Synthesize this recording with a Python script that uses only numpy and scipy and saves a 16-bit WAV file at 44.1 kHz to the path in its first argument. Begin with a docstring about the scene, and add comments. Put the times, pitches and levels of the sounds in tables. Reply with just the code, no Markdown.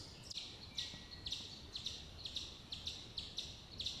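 """In a wood, one microphone: two chipmunks trade sharp alarm chips, each a fast downward whistle
that the trees throw back. Farther off are fainter chips, short arched bird peeps, falling slurs and
a whistle that steps down, over a low outdoor rumble, a thin hiss and a few soft knocks.
Higher chips come first; the level dips for an instant, then the main pair takes over."""
import sys
import numpy as np
from scipy import signal
from scipy.fft import rfft, irfft
from scipy.io import wavfile
from scipy.ndimage import uniform_filter1d

SR = 44100
rng = np.random.default_rng(int(sys.argv[2]) if len(sys.argv) > 2 else 0)


def to_wav(sig):
    """Store sig (one row per channel, or 1-D mono) as 16-bit WAV at the path in sys.argv[1].

    Samples outside -1..1 are clipped; the rate is SR.
    """
    pcm = np.clip(np.atleast_2d(sig), -1, 1) * 32767
    pcm = np.round(pcm).astype(np.int16)
    wavfile.write(sys.argv[1], SR, pcm.T)  # frames by channels


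N = 176400

# Chipmunk on an open perch: mid_glide_s, level_db, glide_s, top_hz, edge_db
SLOW_CHIPS = [(.376, -37.5, .04, 5560, -0.5), (.814, -38, 0.041, 5500, -3),
              (1.268, -35.5, 0.043, 5600, -2.5), (1.76, -37, 0.045, 5700, -1),
              (2.2569, -36, 0.04, 6170, -2.5), (2.728, -36, 0.044, 6100, -3),
              (3.1829, -35, 0.04, 5640, -0.5), (3.804, -34.5, 0.048, 6200, -3)]
# Chipmunk beside a trunk: mid_glide_s, level_db, glide_s
QUICK_CHIPS = [(.312, -29.5, 0.028), (0.7859, -30, .03), (1.324, -30.5, 0.033), (1.864, -31.5, 0.034),
               (2.365, -30.5, 0.027), (2.8723, -31, .03), (3.3842, -31, .03), (3.8637, -30.5, 0.033)]
# High opening chips and distant chips: mid_glide_s, level_db, mid_glide_hz
HIGH_CHIPS = [(-.035, -36.5, 5035), (.2375, -56.5, 8000), (.312, -35, 5090)]
FAR_CHIPS = [(.753, -60, 6940), (.763, -53, 3900), (1.498, -59.5, 6820), (1.529, -56, 3970),
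             (1.732, -57, 6370), (2.207, -57, 3990)]
# Strength of each harmonic along a glide centred on MID_HZ: fundamental_hz, gain_db
SLOW_FUNDAMENTAL = [(2300, -44), (2600, -14), (2950, -11.5), (3280, -4), (3700, -1.5), (4150, 2.5),
                    (4450, -4.5), (4850, -17.5), (5800, -22.5), (6400, -40)]
SLOW_OCTAVE = [(2600, -55), (3300, -29.5), (3700, -29), (4250, -33), (4600, -52), (5700, -37), (6300, -58)]
QUICK_FUNDAMENTAL = [(2300, -77), (2700, -15), (3200, -15), (3650, -2), (4050, -3), (4500, -15),
                     (5000, -20.5), (5900, -18.5), (6400, -25)]
QUICK_OCTAVE = [(2600, -25), (3300, -37.5), (3750, -30.5), (4100, -38.5), (4500, -47.5), (5200, -39),
                (5900, -44), (6500, -31)]
HIGH_FUNDAMENTAL = [(2400, -24), (2750, -15.5), (3300, -8.5), (3900, -0.5), (4400, -9.5), (4900, -16.5),
                    (5900, -12.5), (6400, -31)]
HIGH_OCTAVE = [(2700, -36), (3400, -24), (3800, -23.5), (4300, -44), (6000, -36), (6500, -45)]
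THIRD_HARMONIC = [(3300, -70), (4300, -52), (5000, -57)]
# Bird peeps: start_s, length_s, top_hz, level_db
PEEPS = [(0.246, 0.031, 5590, -52.5), (0.609, 0.034, 4430, -51.5), (1.106, 0.034, 4375, -50),
         (1.499, .05, 4526, -53.5), (1.721, .032, 4300, -52.5), (2.18, 0.036, 4390, -50),
         (3.708, 0.035, 4360, -52.5)]
# Notes of the distant whistle: start_s, length_s, from_hz, to_hz, level_db, echo_db
WHISTLE_NOTES = [(.7, .058, 2303, 2393, -61, 1.5), (.745, 0.046, 2295, 2060, -67, 11),
                 (.778, 0.094, 1934, 1921, -58, 2)]
# Distant slurs: start_s, length_s, from_hz, to_hz, level_db
SLURS = [(0.144, 0.0228, 3190, 2475, -60.5), (0.35, 0.035, 2718, 2085, -62)]
# Colour of each caller's echoes from the trees: frequency_hz, gain_db
SLOW_ECHO = [(2600, -1), (3300, -1), (4100, -4), (5300, 8), (7500, 13), (11000, 11)]
QUICK_ECHO = [(2600, 2.5), (3700, -1.24), (4400, 2), (5500, 9), (7500, 15), (11000, 11), (14000, 17)]
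HIGH_ECHO = [(5000, 0), (7000, 2), (10000, 7.5)]
# Time the wood takes to die away by 60 dB: frequency_hz, decay_s
WOOD_DECAY = [(2000, 1.8), (3000, 1.09), (4200, 0.93), (6000, 0.84), (8000, 0.69), (12000, 0.51)]
# Soft knocks: start_s, level_db
KNOCKS = [(.712, -58.5), (0.937, -49.5), (1.404, -53)]
# Spectra of the knocks, the rumble and the hiss: frequency_hz, relative_db
KNOCK_SPECTRUM = [(60, -5), (130, -1), (230, 9.5), (330, -18), (520, -17), (750, -4), (1100, -13),
                  (1800, -35), (4000, -55)]
RUMBLE_SPECTRUM = [(12, -41), (20, -7.5), (48, -3), (92, 2), (119, -5), (300, -10.5), (650, -18),
                   (1100, -20.5), (1700, -27), (2600, -86)]
HISS_SPECTRUM = [(1200, -90), (1750, 0.5), (2500, -1), (3200, 0.5), (4100, 4), (4900, -4.5), (7000, -10.5),
                 (9000, -16.5), (13300, -21), (15000, -41)]

MID_HZ = 4000  # mid-glide pitch of the main pair
LEAD_S = .25  # room for calls that begin before time zero


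def chip(mid_s, db, glide_s, fundamental, octave, mid_hz=MID_HZ, top_hz=np.inf, edge_db=0, curve=.3294):
    """One whistle falling fast from top_hz and easing off, loudest mid-way, with two weak overtones."""
    t = np.arange(-.5 * glide_s, .58 * glide_s, 1 / SR)
    fall = 1 - t / glide_s + curve * (t / glide_s) ** 2
    hz, table_hz = mid_hz * fall, MID_HZ * fall
    onset = np.minimum(np.cumsum(hz < top_hz) / (.0025 * SR), 1)  # 2.5 ms swell
    phase = phase_of(hz * (1 + .008 * waver(len(t))))
    tone = sum(amp(read(harmonic, table_hz)) * np.sin(k * phase) * (k * hz < SR / 2)
               for k, harmonic in enumerate((fundamental, octave, THIRD_HARMONIC), 1))
    softening_db = np.interp(table_hz, (3660, 3900), [0, edge_db])  # on the high start of the glide
    return mid_s + t[0], amp(db + softening_db) * onset * tone


def quick_chipmunk(trunk_delay_s=.0072, trunk_hz=3740, width_hz=106):
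    """The loudest caller: quick chips, each doubled off a nearby trunk, most strongly in a narrow band."""
    calls = [chip(*row, QUICK_FUNDAMENTAL, QUICK_OCTAVE) for row in QUICK_CHIPS]
    late = track([(s + trunk_delay_s, x) for s, x in calls])[-N:]
    band = np.exp(-((np.fft.rfftfreq(N, 1 / SR) - trunk_hz) / width_hz) ** 2)
    reflection = irfft(rfft(late) * (amp(-5) * band + amp(-6)), N)
    return through_wood(calls, QUICK_ECHO) + reflection


def slow_chipmunk():
    """Clean chips from an open perch; each swells in from its own pitch, with a harder or softer edge."""
    calls = [chip(s, db, glide_s, SLOW_FUNDAMENTAL, SLOW_OCTAVE, top_hz=top, edge_db=edge, curve=.13)
             for s, db, glide_s, top, edge in SLOW_CHIPS]
    return through_wood(calls, SLOW_ECHO)


def screened_chips(rows, fundamental, octave, echo, glide_s, scatter_db):
    """Quick chips at other pitches, reaching the microphone through branches."""
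    calls = [chip(s, db, glide_s, fundamental, octave, mid_hz) for s, db, mid_hz in rows]
    return through_wood([(s, branch_scatter(x, scatter_db)) for s, x in calls], echo)


def peep(start_s, length_s, top_hz, db, swell_db=7.5, break_db=-11):
    """A short, hoarse note whose pitch arches; it breaks in the middle and swells towards the end."""
    u = np.linspace(-1, 1, round(length_s * SR))
    mid_break = np.exp(-((u - .05) / .16) ** 2)
    envelope = amp(db + swell_db * u + break_db * mid_break) * np.sqrt(1 - u ** 2)
    hz = top_hz * (1 - .132 * u ** 2) * (1 + .028 * waver(len(u)))
    return start_s, branch_scatter(envelope * np.sin(phase_of(hz)), db=-4)


def peeping_bird(echo_delay_s=.039, echo_db=-13):
    """Each peep is followed by one separate, blurred echo and by the wood."""
    calls = [peep(*row) for row in PEEPS]
    echo = track([(s + echo_delay_s, branch_scatter(x, db=0)) for s, x in calls])[-N:]
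    return through_wood(calls, [(MID_HZ, -2)]) + amp(echo_db) * echo


def far_whistle(start_s, length_s, from_hz, to_hz, db, echo_db):
    """One slightly unsteady note of a distant bird, lingering in the trees."""
    hz = np.linspace(from_hz, to_hz, round(length_s * SR))
    hz *= 1 + .004 * waver(len(hz), smoothing=300, span=SR)
    tone = amp(db) * np.sqrt(np.hanning(len(hz))) * np.sin(phase_of(hz))
    return through_wood([(start_s, tone)], [(MID_HZ, echo_db)])


def far_slur(start_s, length_s, from_hz, to_hz, db):
    """A distant bird's short falling note."""
    hz = np.linspace(from_hz, to_hz, round(length_s * SR))
    return start_s, amp(db) * np.sqrt(np.hanning(len(hz))) * np.sin(phase_of(hz))


def branch_scatter(x, db, spread_s=.008, branches=6):
    """A few reflections from nearby branches make a call uneven."""
    taps = np.zeros(1024)
    delays = (rng.uniform(.15, 1, size=branches) * spread_s * SR).astype(int)
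    taps[delays] = amp(db) * rng.choice([-1., 1.], branches) / np.sqrt(branches)
    taps[0] = 1
    return signal.fftconvolve(x, taps)


def wood_echoes(x, reflections_per_s=4000, build_s=.0075, near_db=5, near_s=.01):
    """Many uneven reflections from trunks and leaves; the treble dies first."""
    t = np.arange(SR) / SR
    taps = rng.standard_normal(SR) * (rng.random(SR) < reflections_per_s / SR)
    taps *= amp(-.5 * rng.standard_normal(SR))
    taps *= (1 - np.exp(-t / build_s)) * amp(near_db * np.exp(-t / near_s))
    hz, frame_s, spectrum = signal.stft(taps, SR, nperseg=256)
    decay = amp(-60 * frame_s / read(WOOD_DECAY, hz)[:, None])
    tail = signal.istft(spectrum * decay, SR, nperseg=256)[1]
    mid_gain = np.linalg.norm(taps * amp(-60 * t / read(WOOD_DECAY, MID_HZ)))
    return signal.fftconvolve(x, tail) / mid_gain


def through_wood(calls, echo_colour):
    """What reaches the microphone: the direct calls plus each one's own echoes."""
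    echoes = track([(s, wood_echoes(x)) for s, x in calls])
    return (track(calls) + colour(echoes, echo_colour))[-N:]


def knocks(rise_s=.0022, decay_s=.0076):
    """Dull, short bumps without a ring."""
    t = np.arange(4096) / SR
    envelope = (1 - np.exp(-t / rise_s)) * np.exp(-t / decay_s)
    envelope /= envelope.max()
    bumps = [(s, amp(db) * envelope * unit_rms(colour(rng.standard_normal(len(t)), KNOCK_SPECTRUM)))
             for s, db in KNOCKS]
    return track(bumps)[-N:]


def ambience(shape, db, patchy_db):
    """The bed of the place: steady noise with slowly drifting patches."""
    hz = np.fft.rfftfreq(2048, 1 / SR)
    real, imag, patches = rng.standard_normal((N // 512 + 5, len(hz), 3)).T
    patches = unit_rms(uniform_filter1d(uniform_filter1d(patches, size=10, axis=0), size=9, axis=1))
    spectrum = (real + 1j * imag) * amp(read(shape, hz)[:, None] + patchy_db * patches)
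    return amp(db) * unit_rms(signal.istft(spectrum, nperseg=2048, noverlap=1536)[1][:N])


def amp(db):
    """Decibels to gain."""
    return 10 ** (np.asarray(db) / 20)


def unit_rms(x):
    """Scales to rms 1."""
    return x / np.sqrt(np.mean(x ** 2) + 1e-20)


def phase_of(hz):
    """Running phase of a gliding pitch, in radians."""
    return 2 * np.pi * np.cumsum(hz) / SR


def waver(count, smoothing=40, span=4096):
    """Smoothed noise that unsteadies a pitch; all sizes are in samples."""
    return unit_rms(uniform_filter1d(rng.standard_normal(span), size=smoothing))[:count]


def read(points, hz):
    """Reads a table along a log-frequency axis."""
    table_hz, value = np.transpose(points)
    return np.interp(np.log(hz + 1), np.log(table_hz + 1), value)


def colour(x, points):
    """Filters by a table of frequency_hz, gain_db."""
    return irfft(rfft(x) * amp(read(points, np.fft.rfftfreq(len(x), 1 / SR))), len(x))


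def track(sounds):
    """Lays (start_s, sound) pairs on a track that begins LEAD_S early."""
    mix = np.zeros(N + round(LEAD_S * SR))
    for start_s, sound in sounds:
        part = mix[max(round((start_s + LEAD_S) * SR), 0):][:len(sound)]
        part += sound[:len(part)]
    return mix


def scene(dip_s=.335, dip_db=-20, fade_out_s=.027, fade_in_s=.028):
    """High chips, a brief dip, then the main pair; birds and air run throughout, in mono."""
    air = ambience(RUMBLE_SPECTRUM, db=-56.5, patchy_db=1.5)
    air += ambience(HISS_SPECTRUM, db=-65.5, patchy_db=3) + knocks()
    birds = peeping_bird() + sum(far_whistle(*row) for row in WHISTLE_NOTES)
    birds += through_wood([far_slur(*row) for row in SLURS], [(MID_HZ, 8)])
    far_chips = screened_chips(FAR_CHIPS, QUICK_FUNDAMENTAL, QUICK_OCTAVE, [(MID_HZ, 5)],
                               glide_s=.035, scatter_db=-1.5)
    chipmunks = slow_chipmunk() + quick_chipmunk() + far_chips
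    high_chips = screened_chips(HIGH_CHIPS, HIGH_FUNDAMENTAL, HIGH_OCTAVE, HIGH_ECHO,
                                glide_s=.024, scatter_db=-1)
    t = np.arange(N) / SR
    fade_out = np.clip((dip_s - t) / fade_out_s, 0, 1)
    fade_in = np.clip((t - dip_s) / fade_in_s, 0, 1)
    dip = np.maximum(fade_out + fade_in, amp(dip_db))
    return (fade_out * high_chips + fade_in * chipmunks + dip * (air + birds))[None]


def record(dry):
    """The recorder's band limit: nothing above about 15.4 kHz."""
    lowpass = signal.firwin(511, 15400, window=("kaiser", 9), fs=SR)
    return signal.oaconvolve(dry, lowpass[None], "same")


dry = scene()
out = record(dry)
to_wav(out)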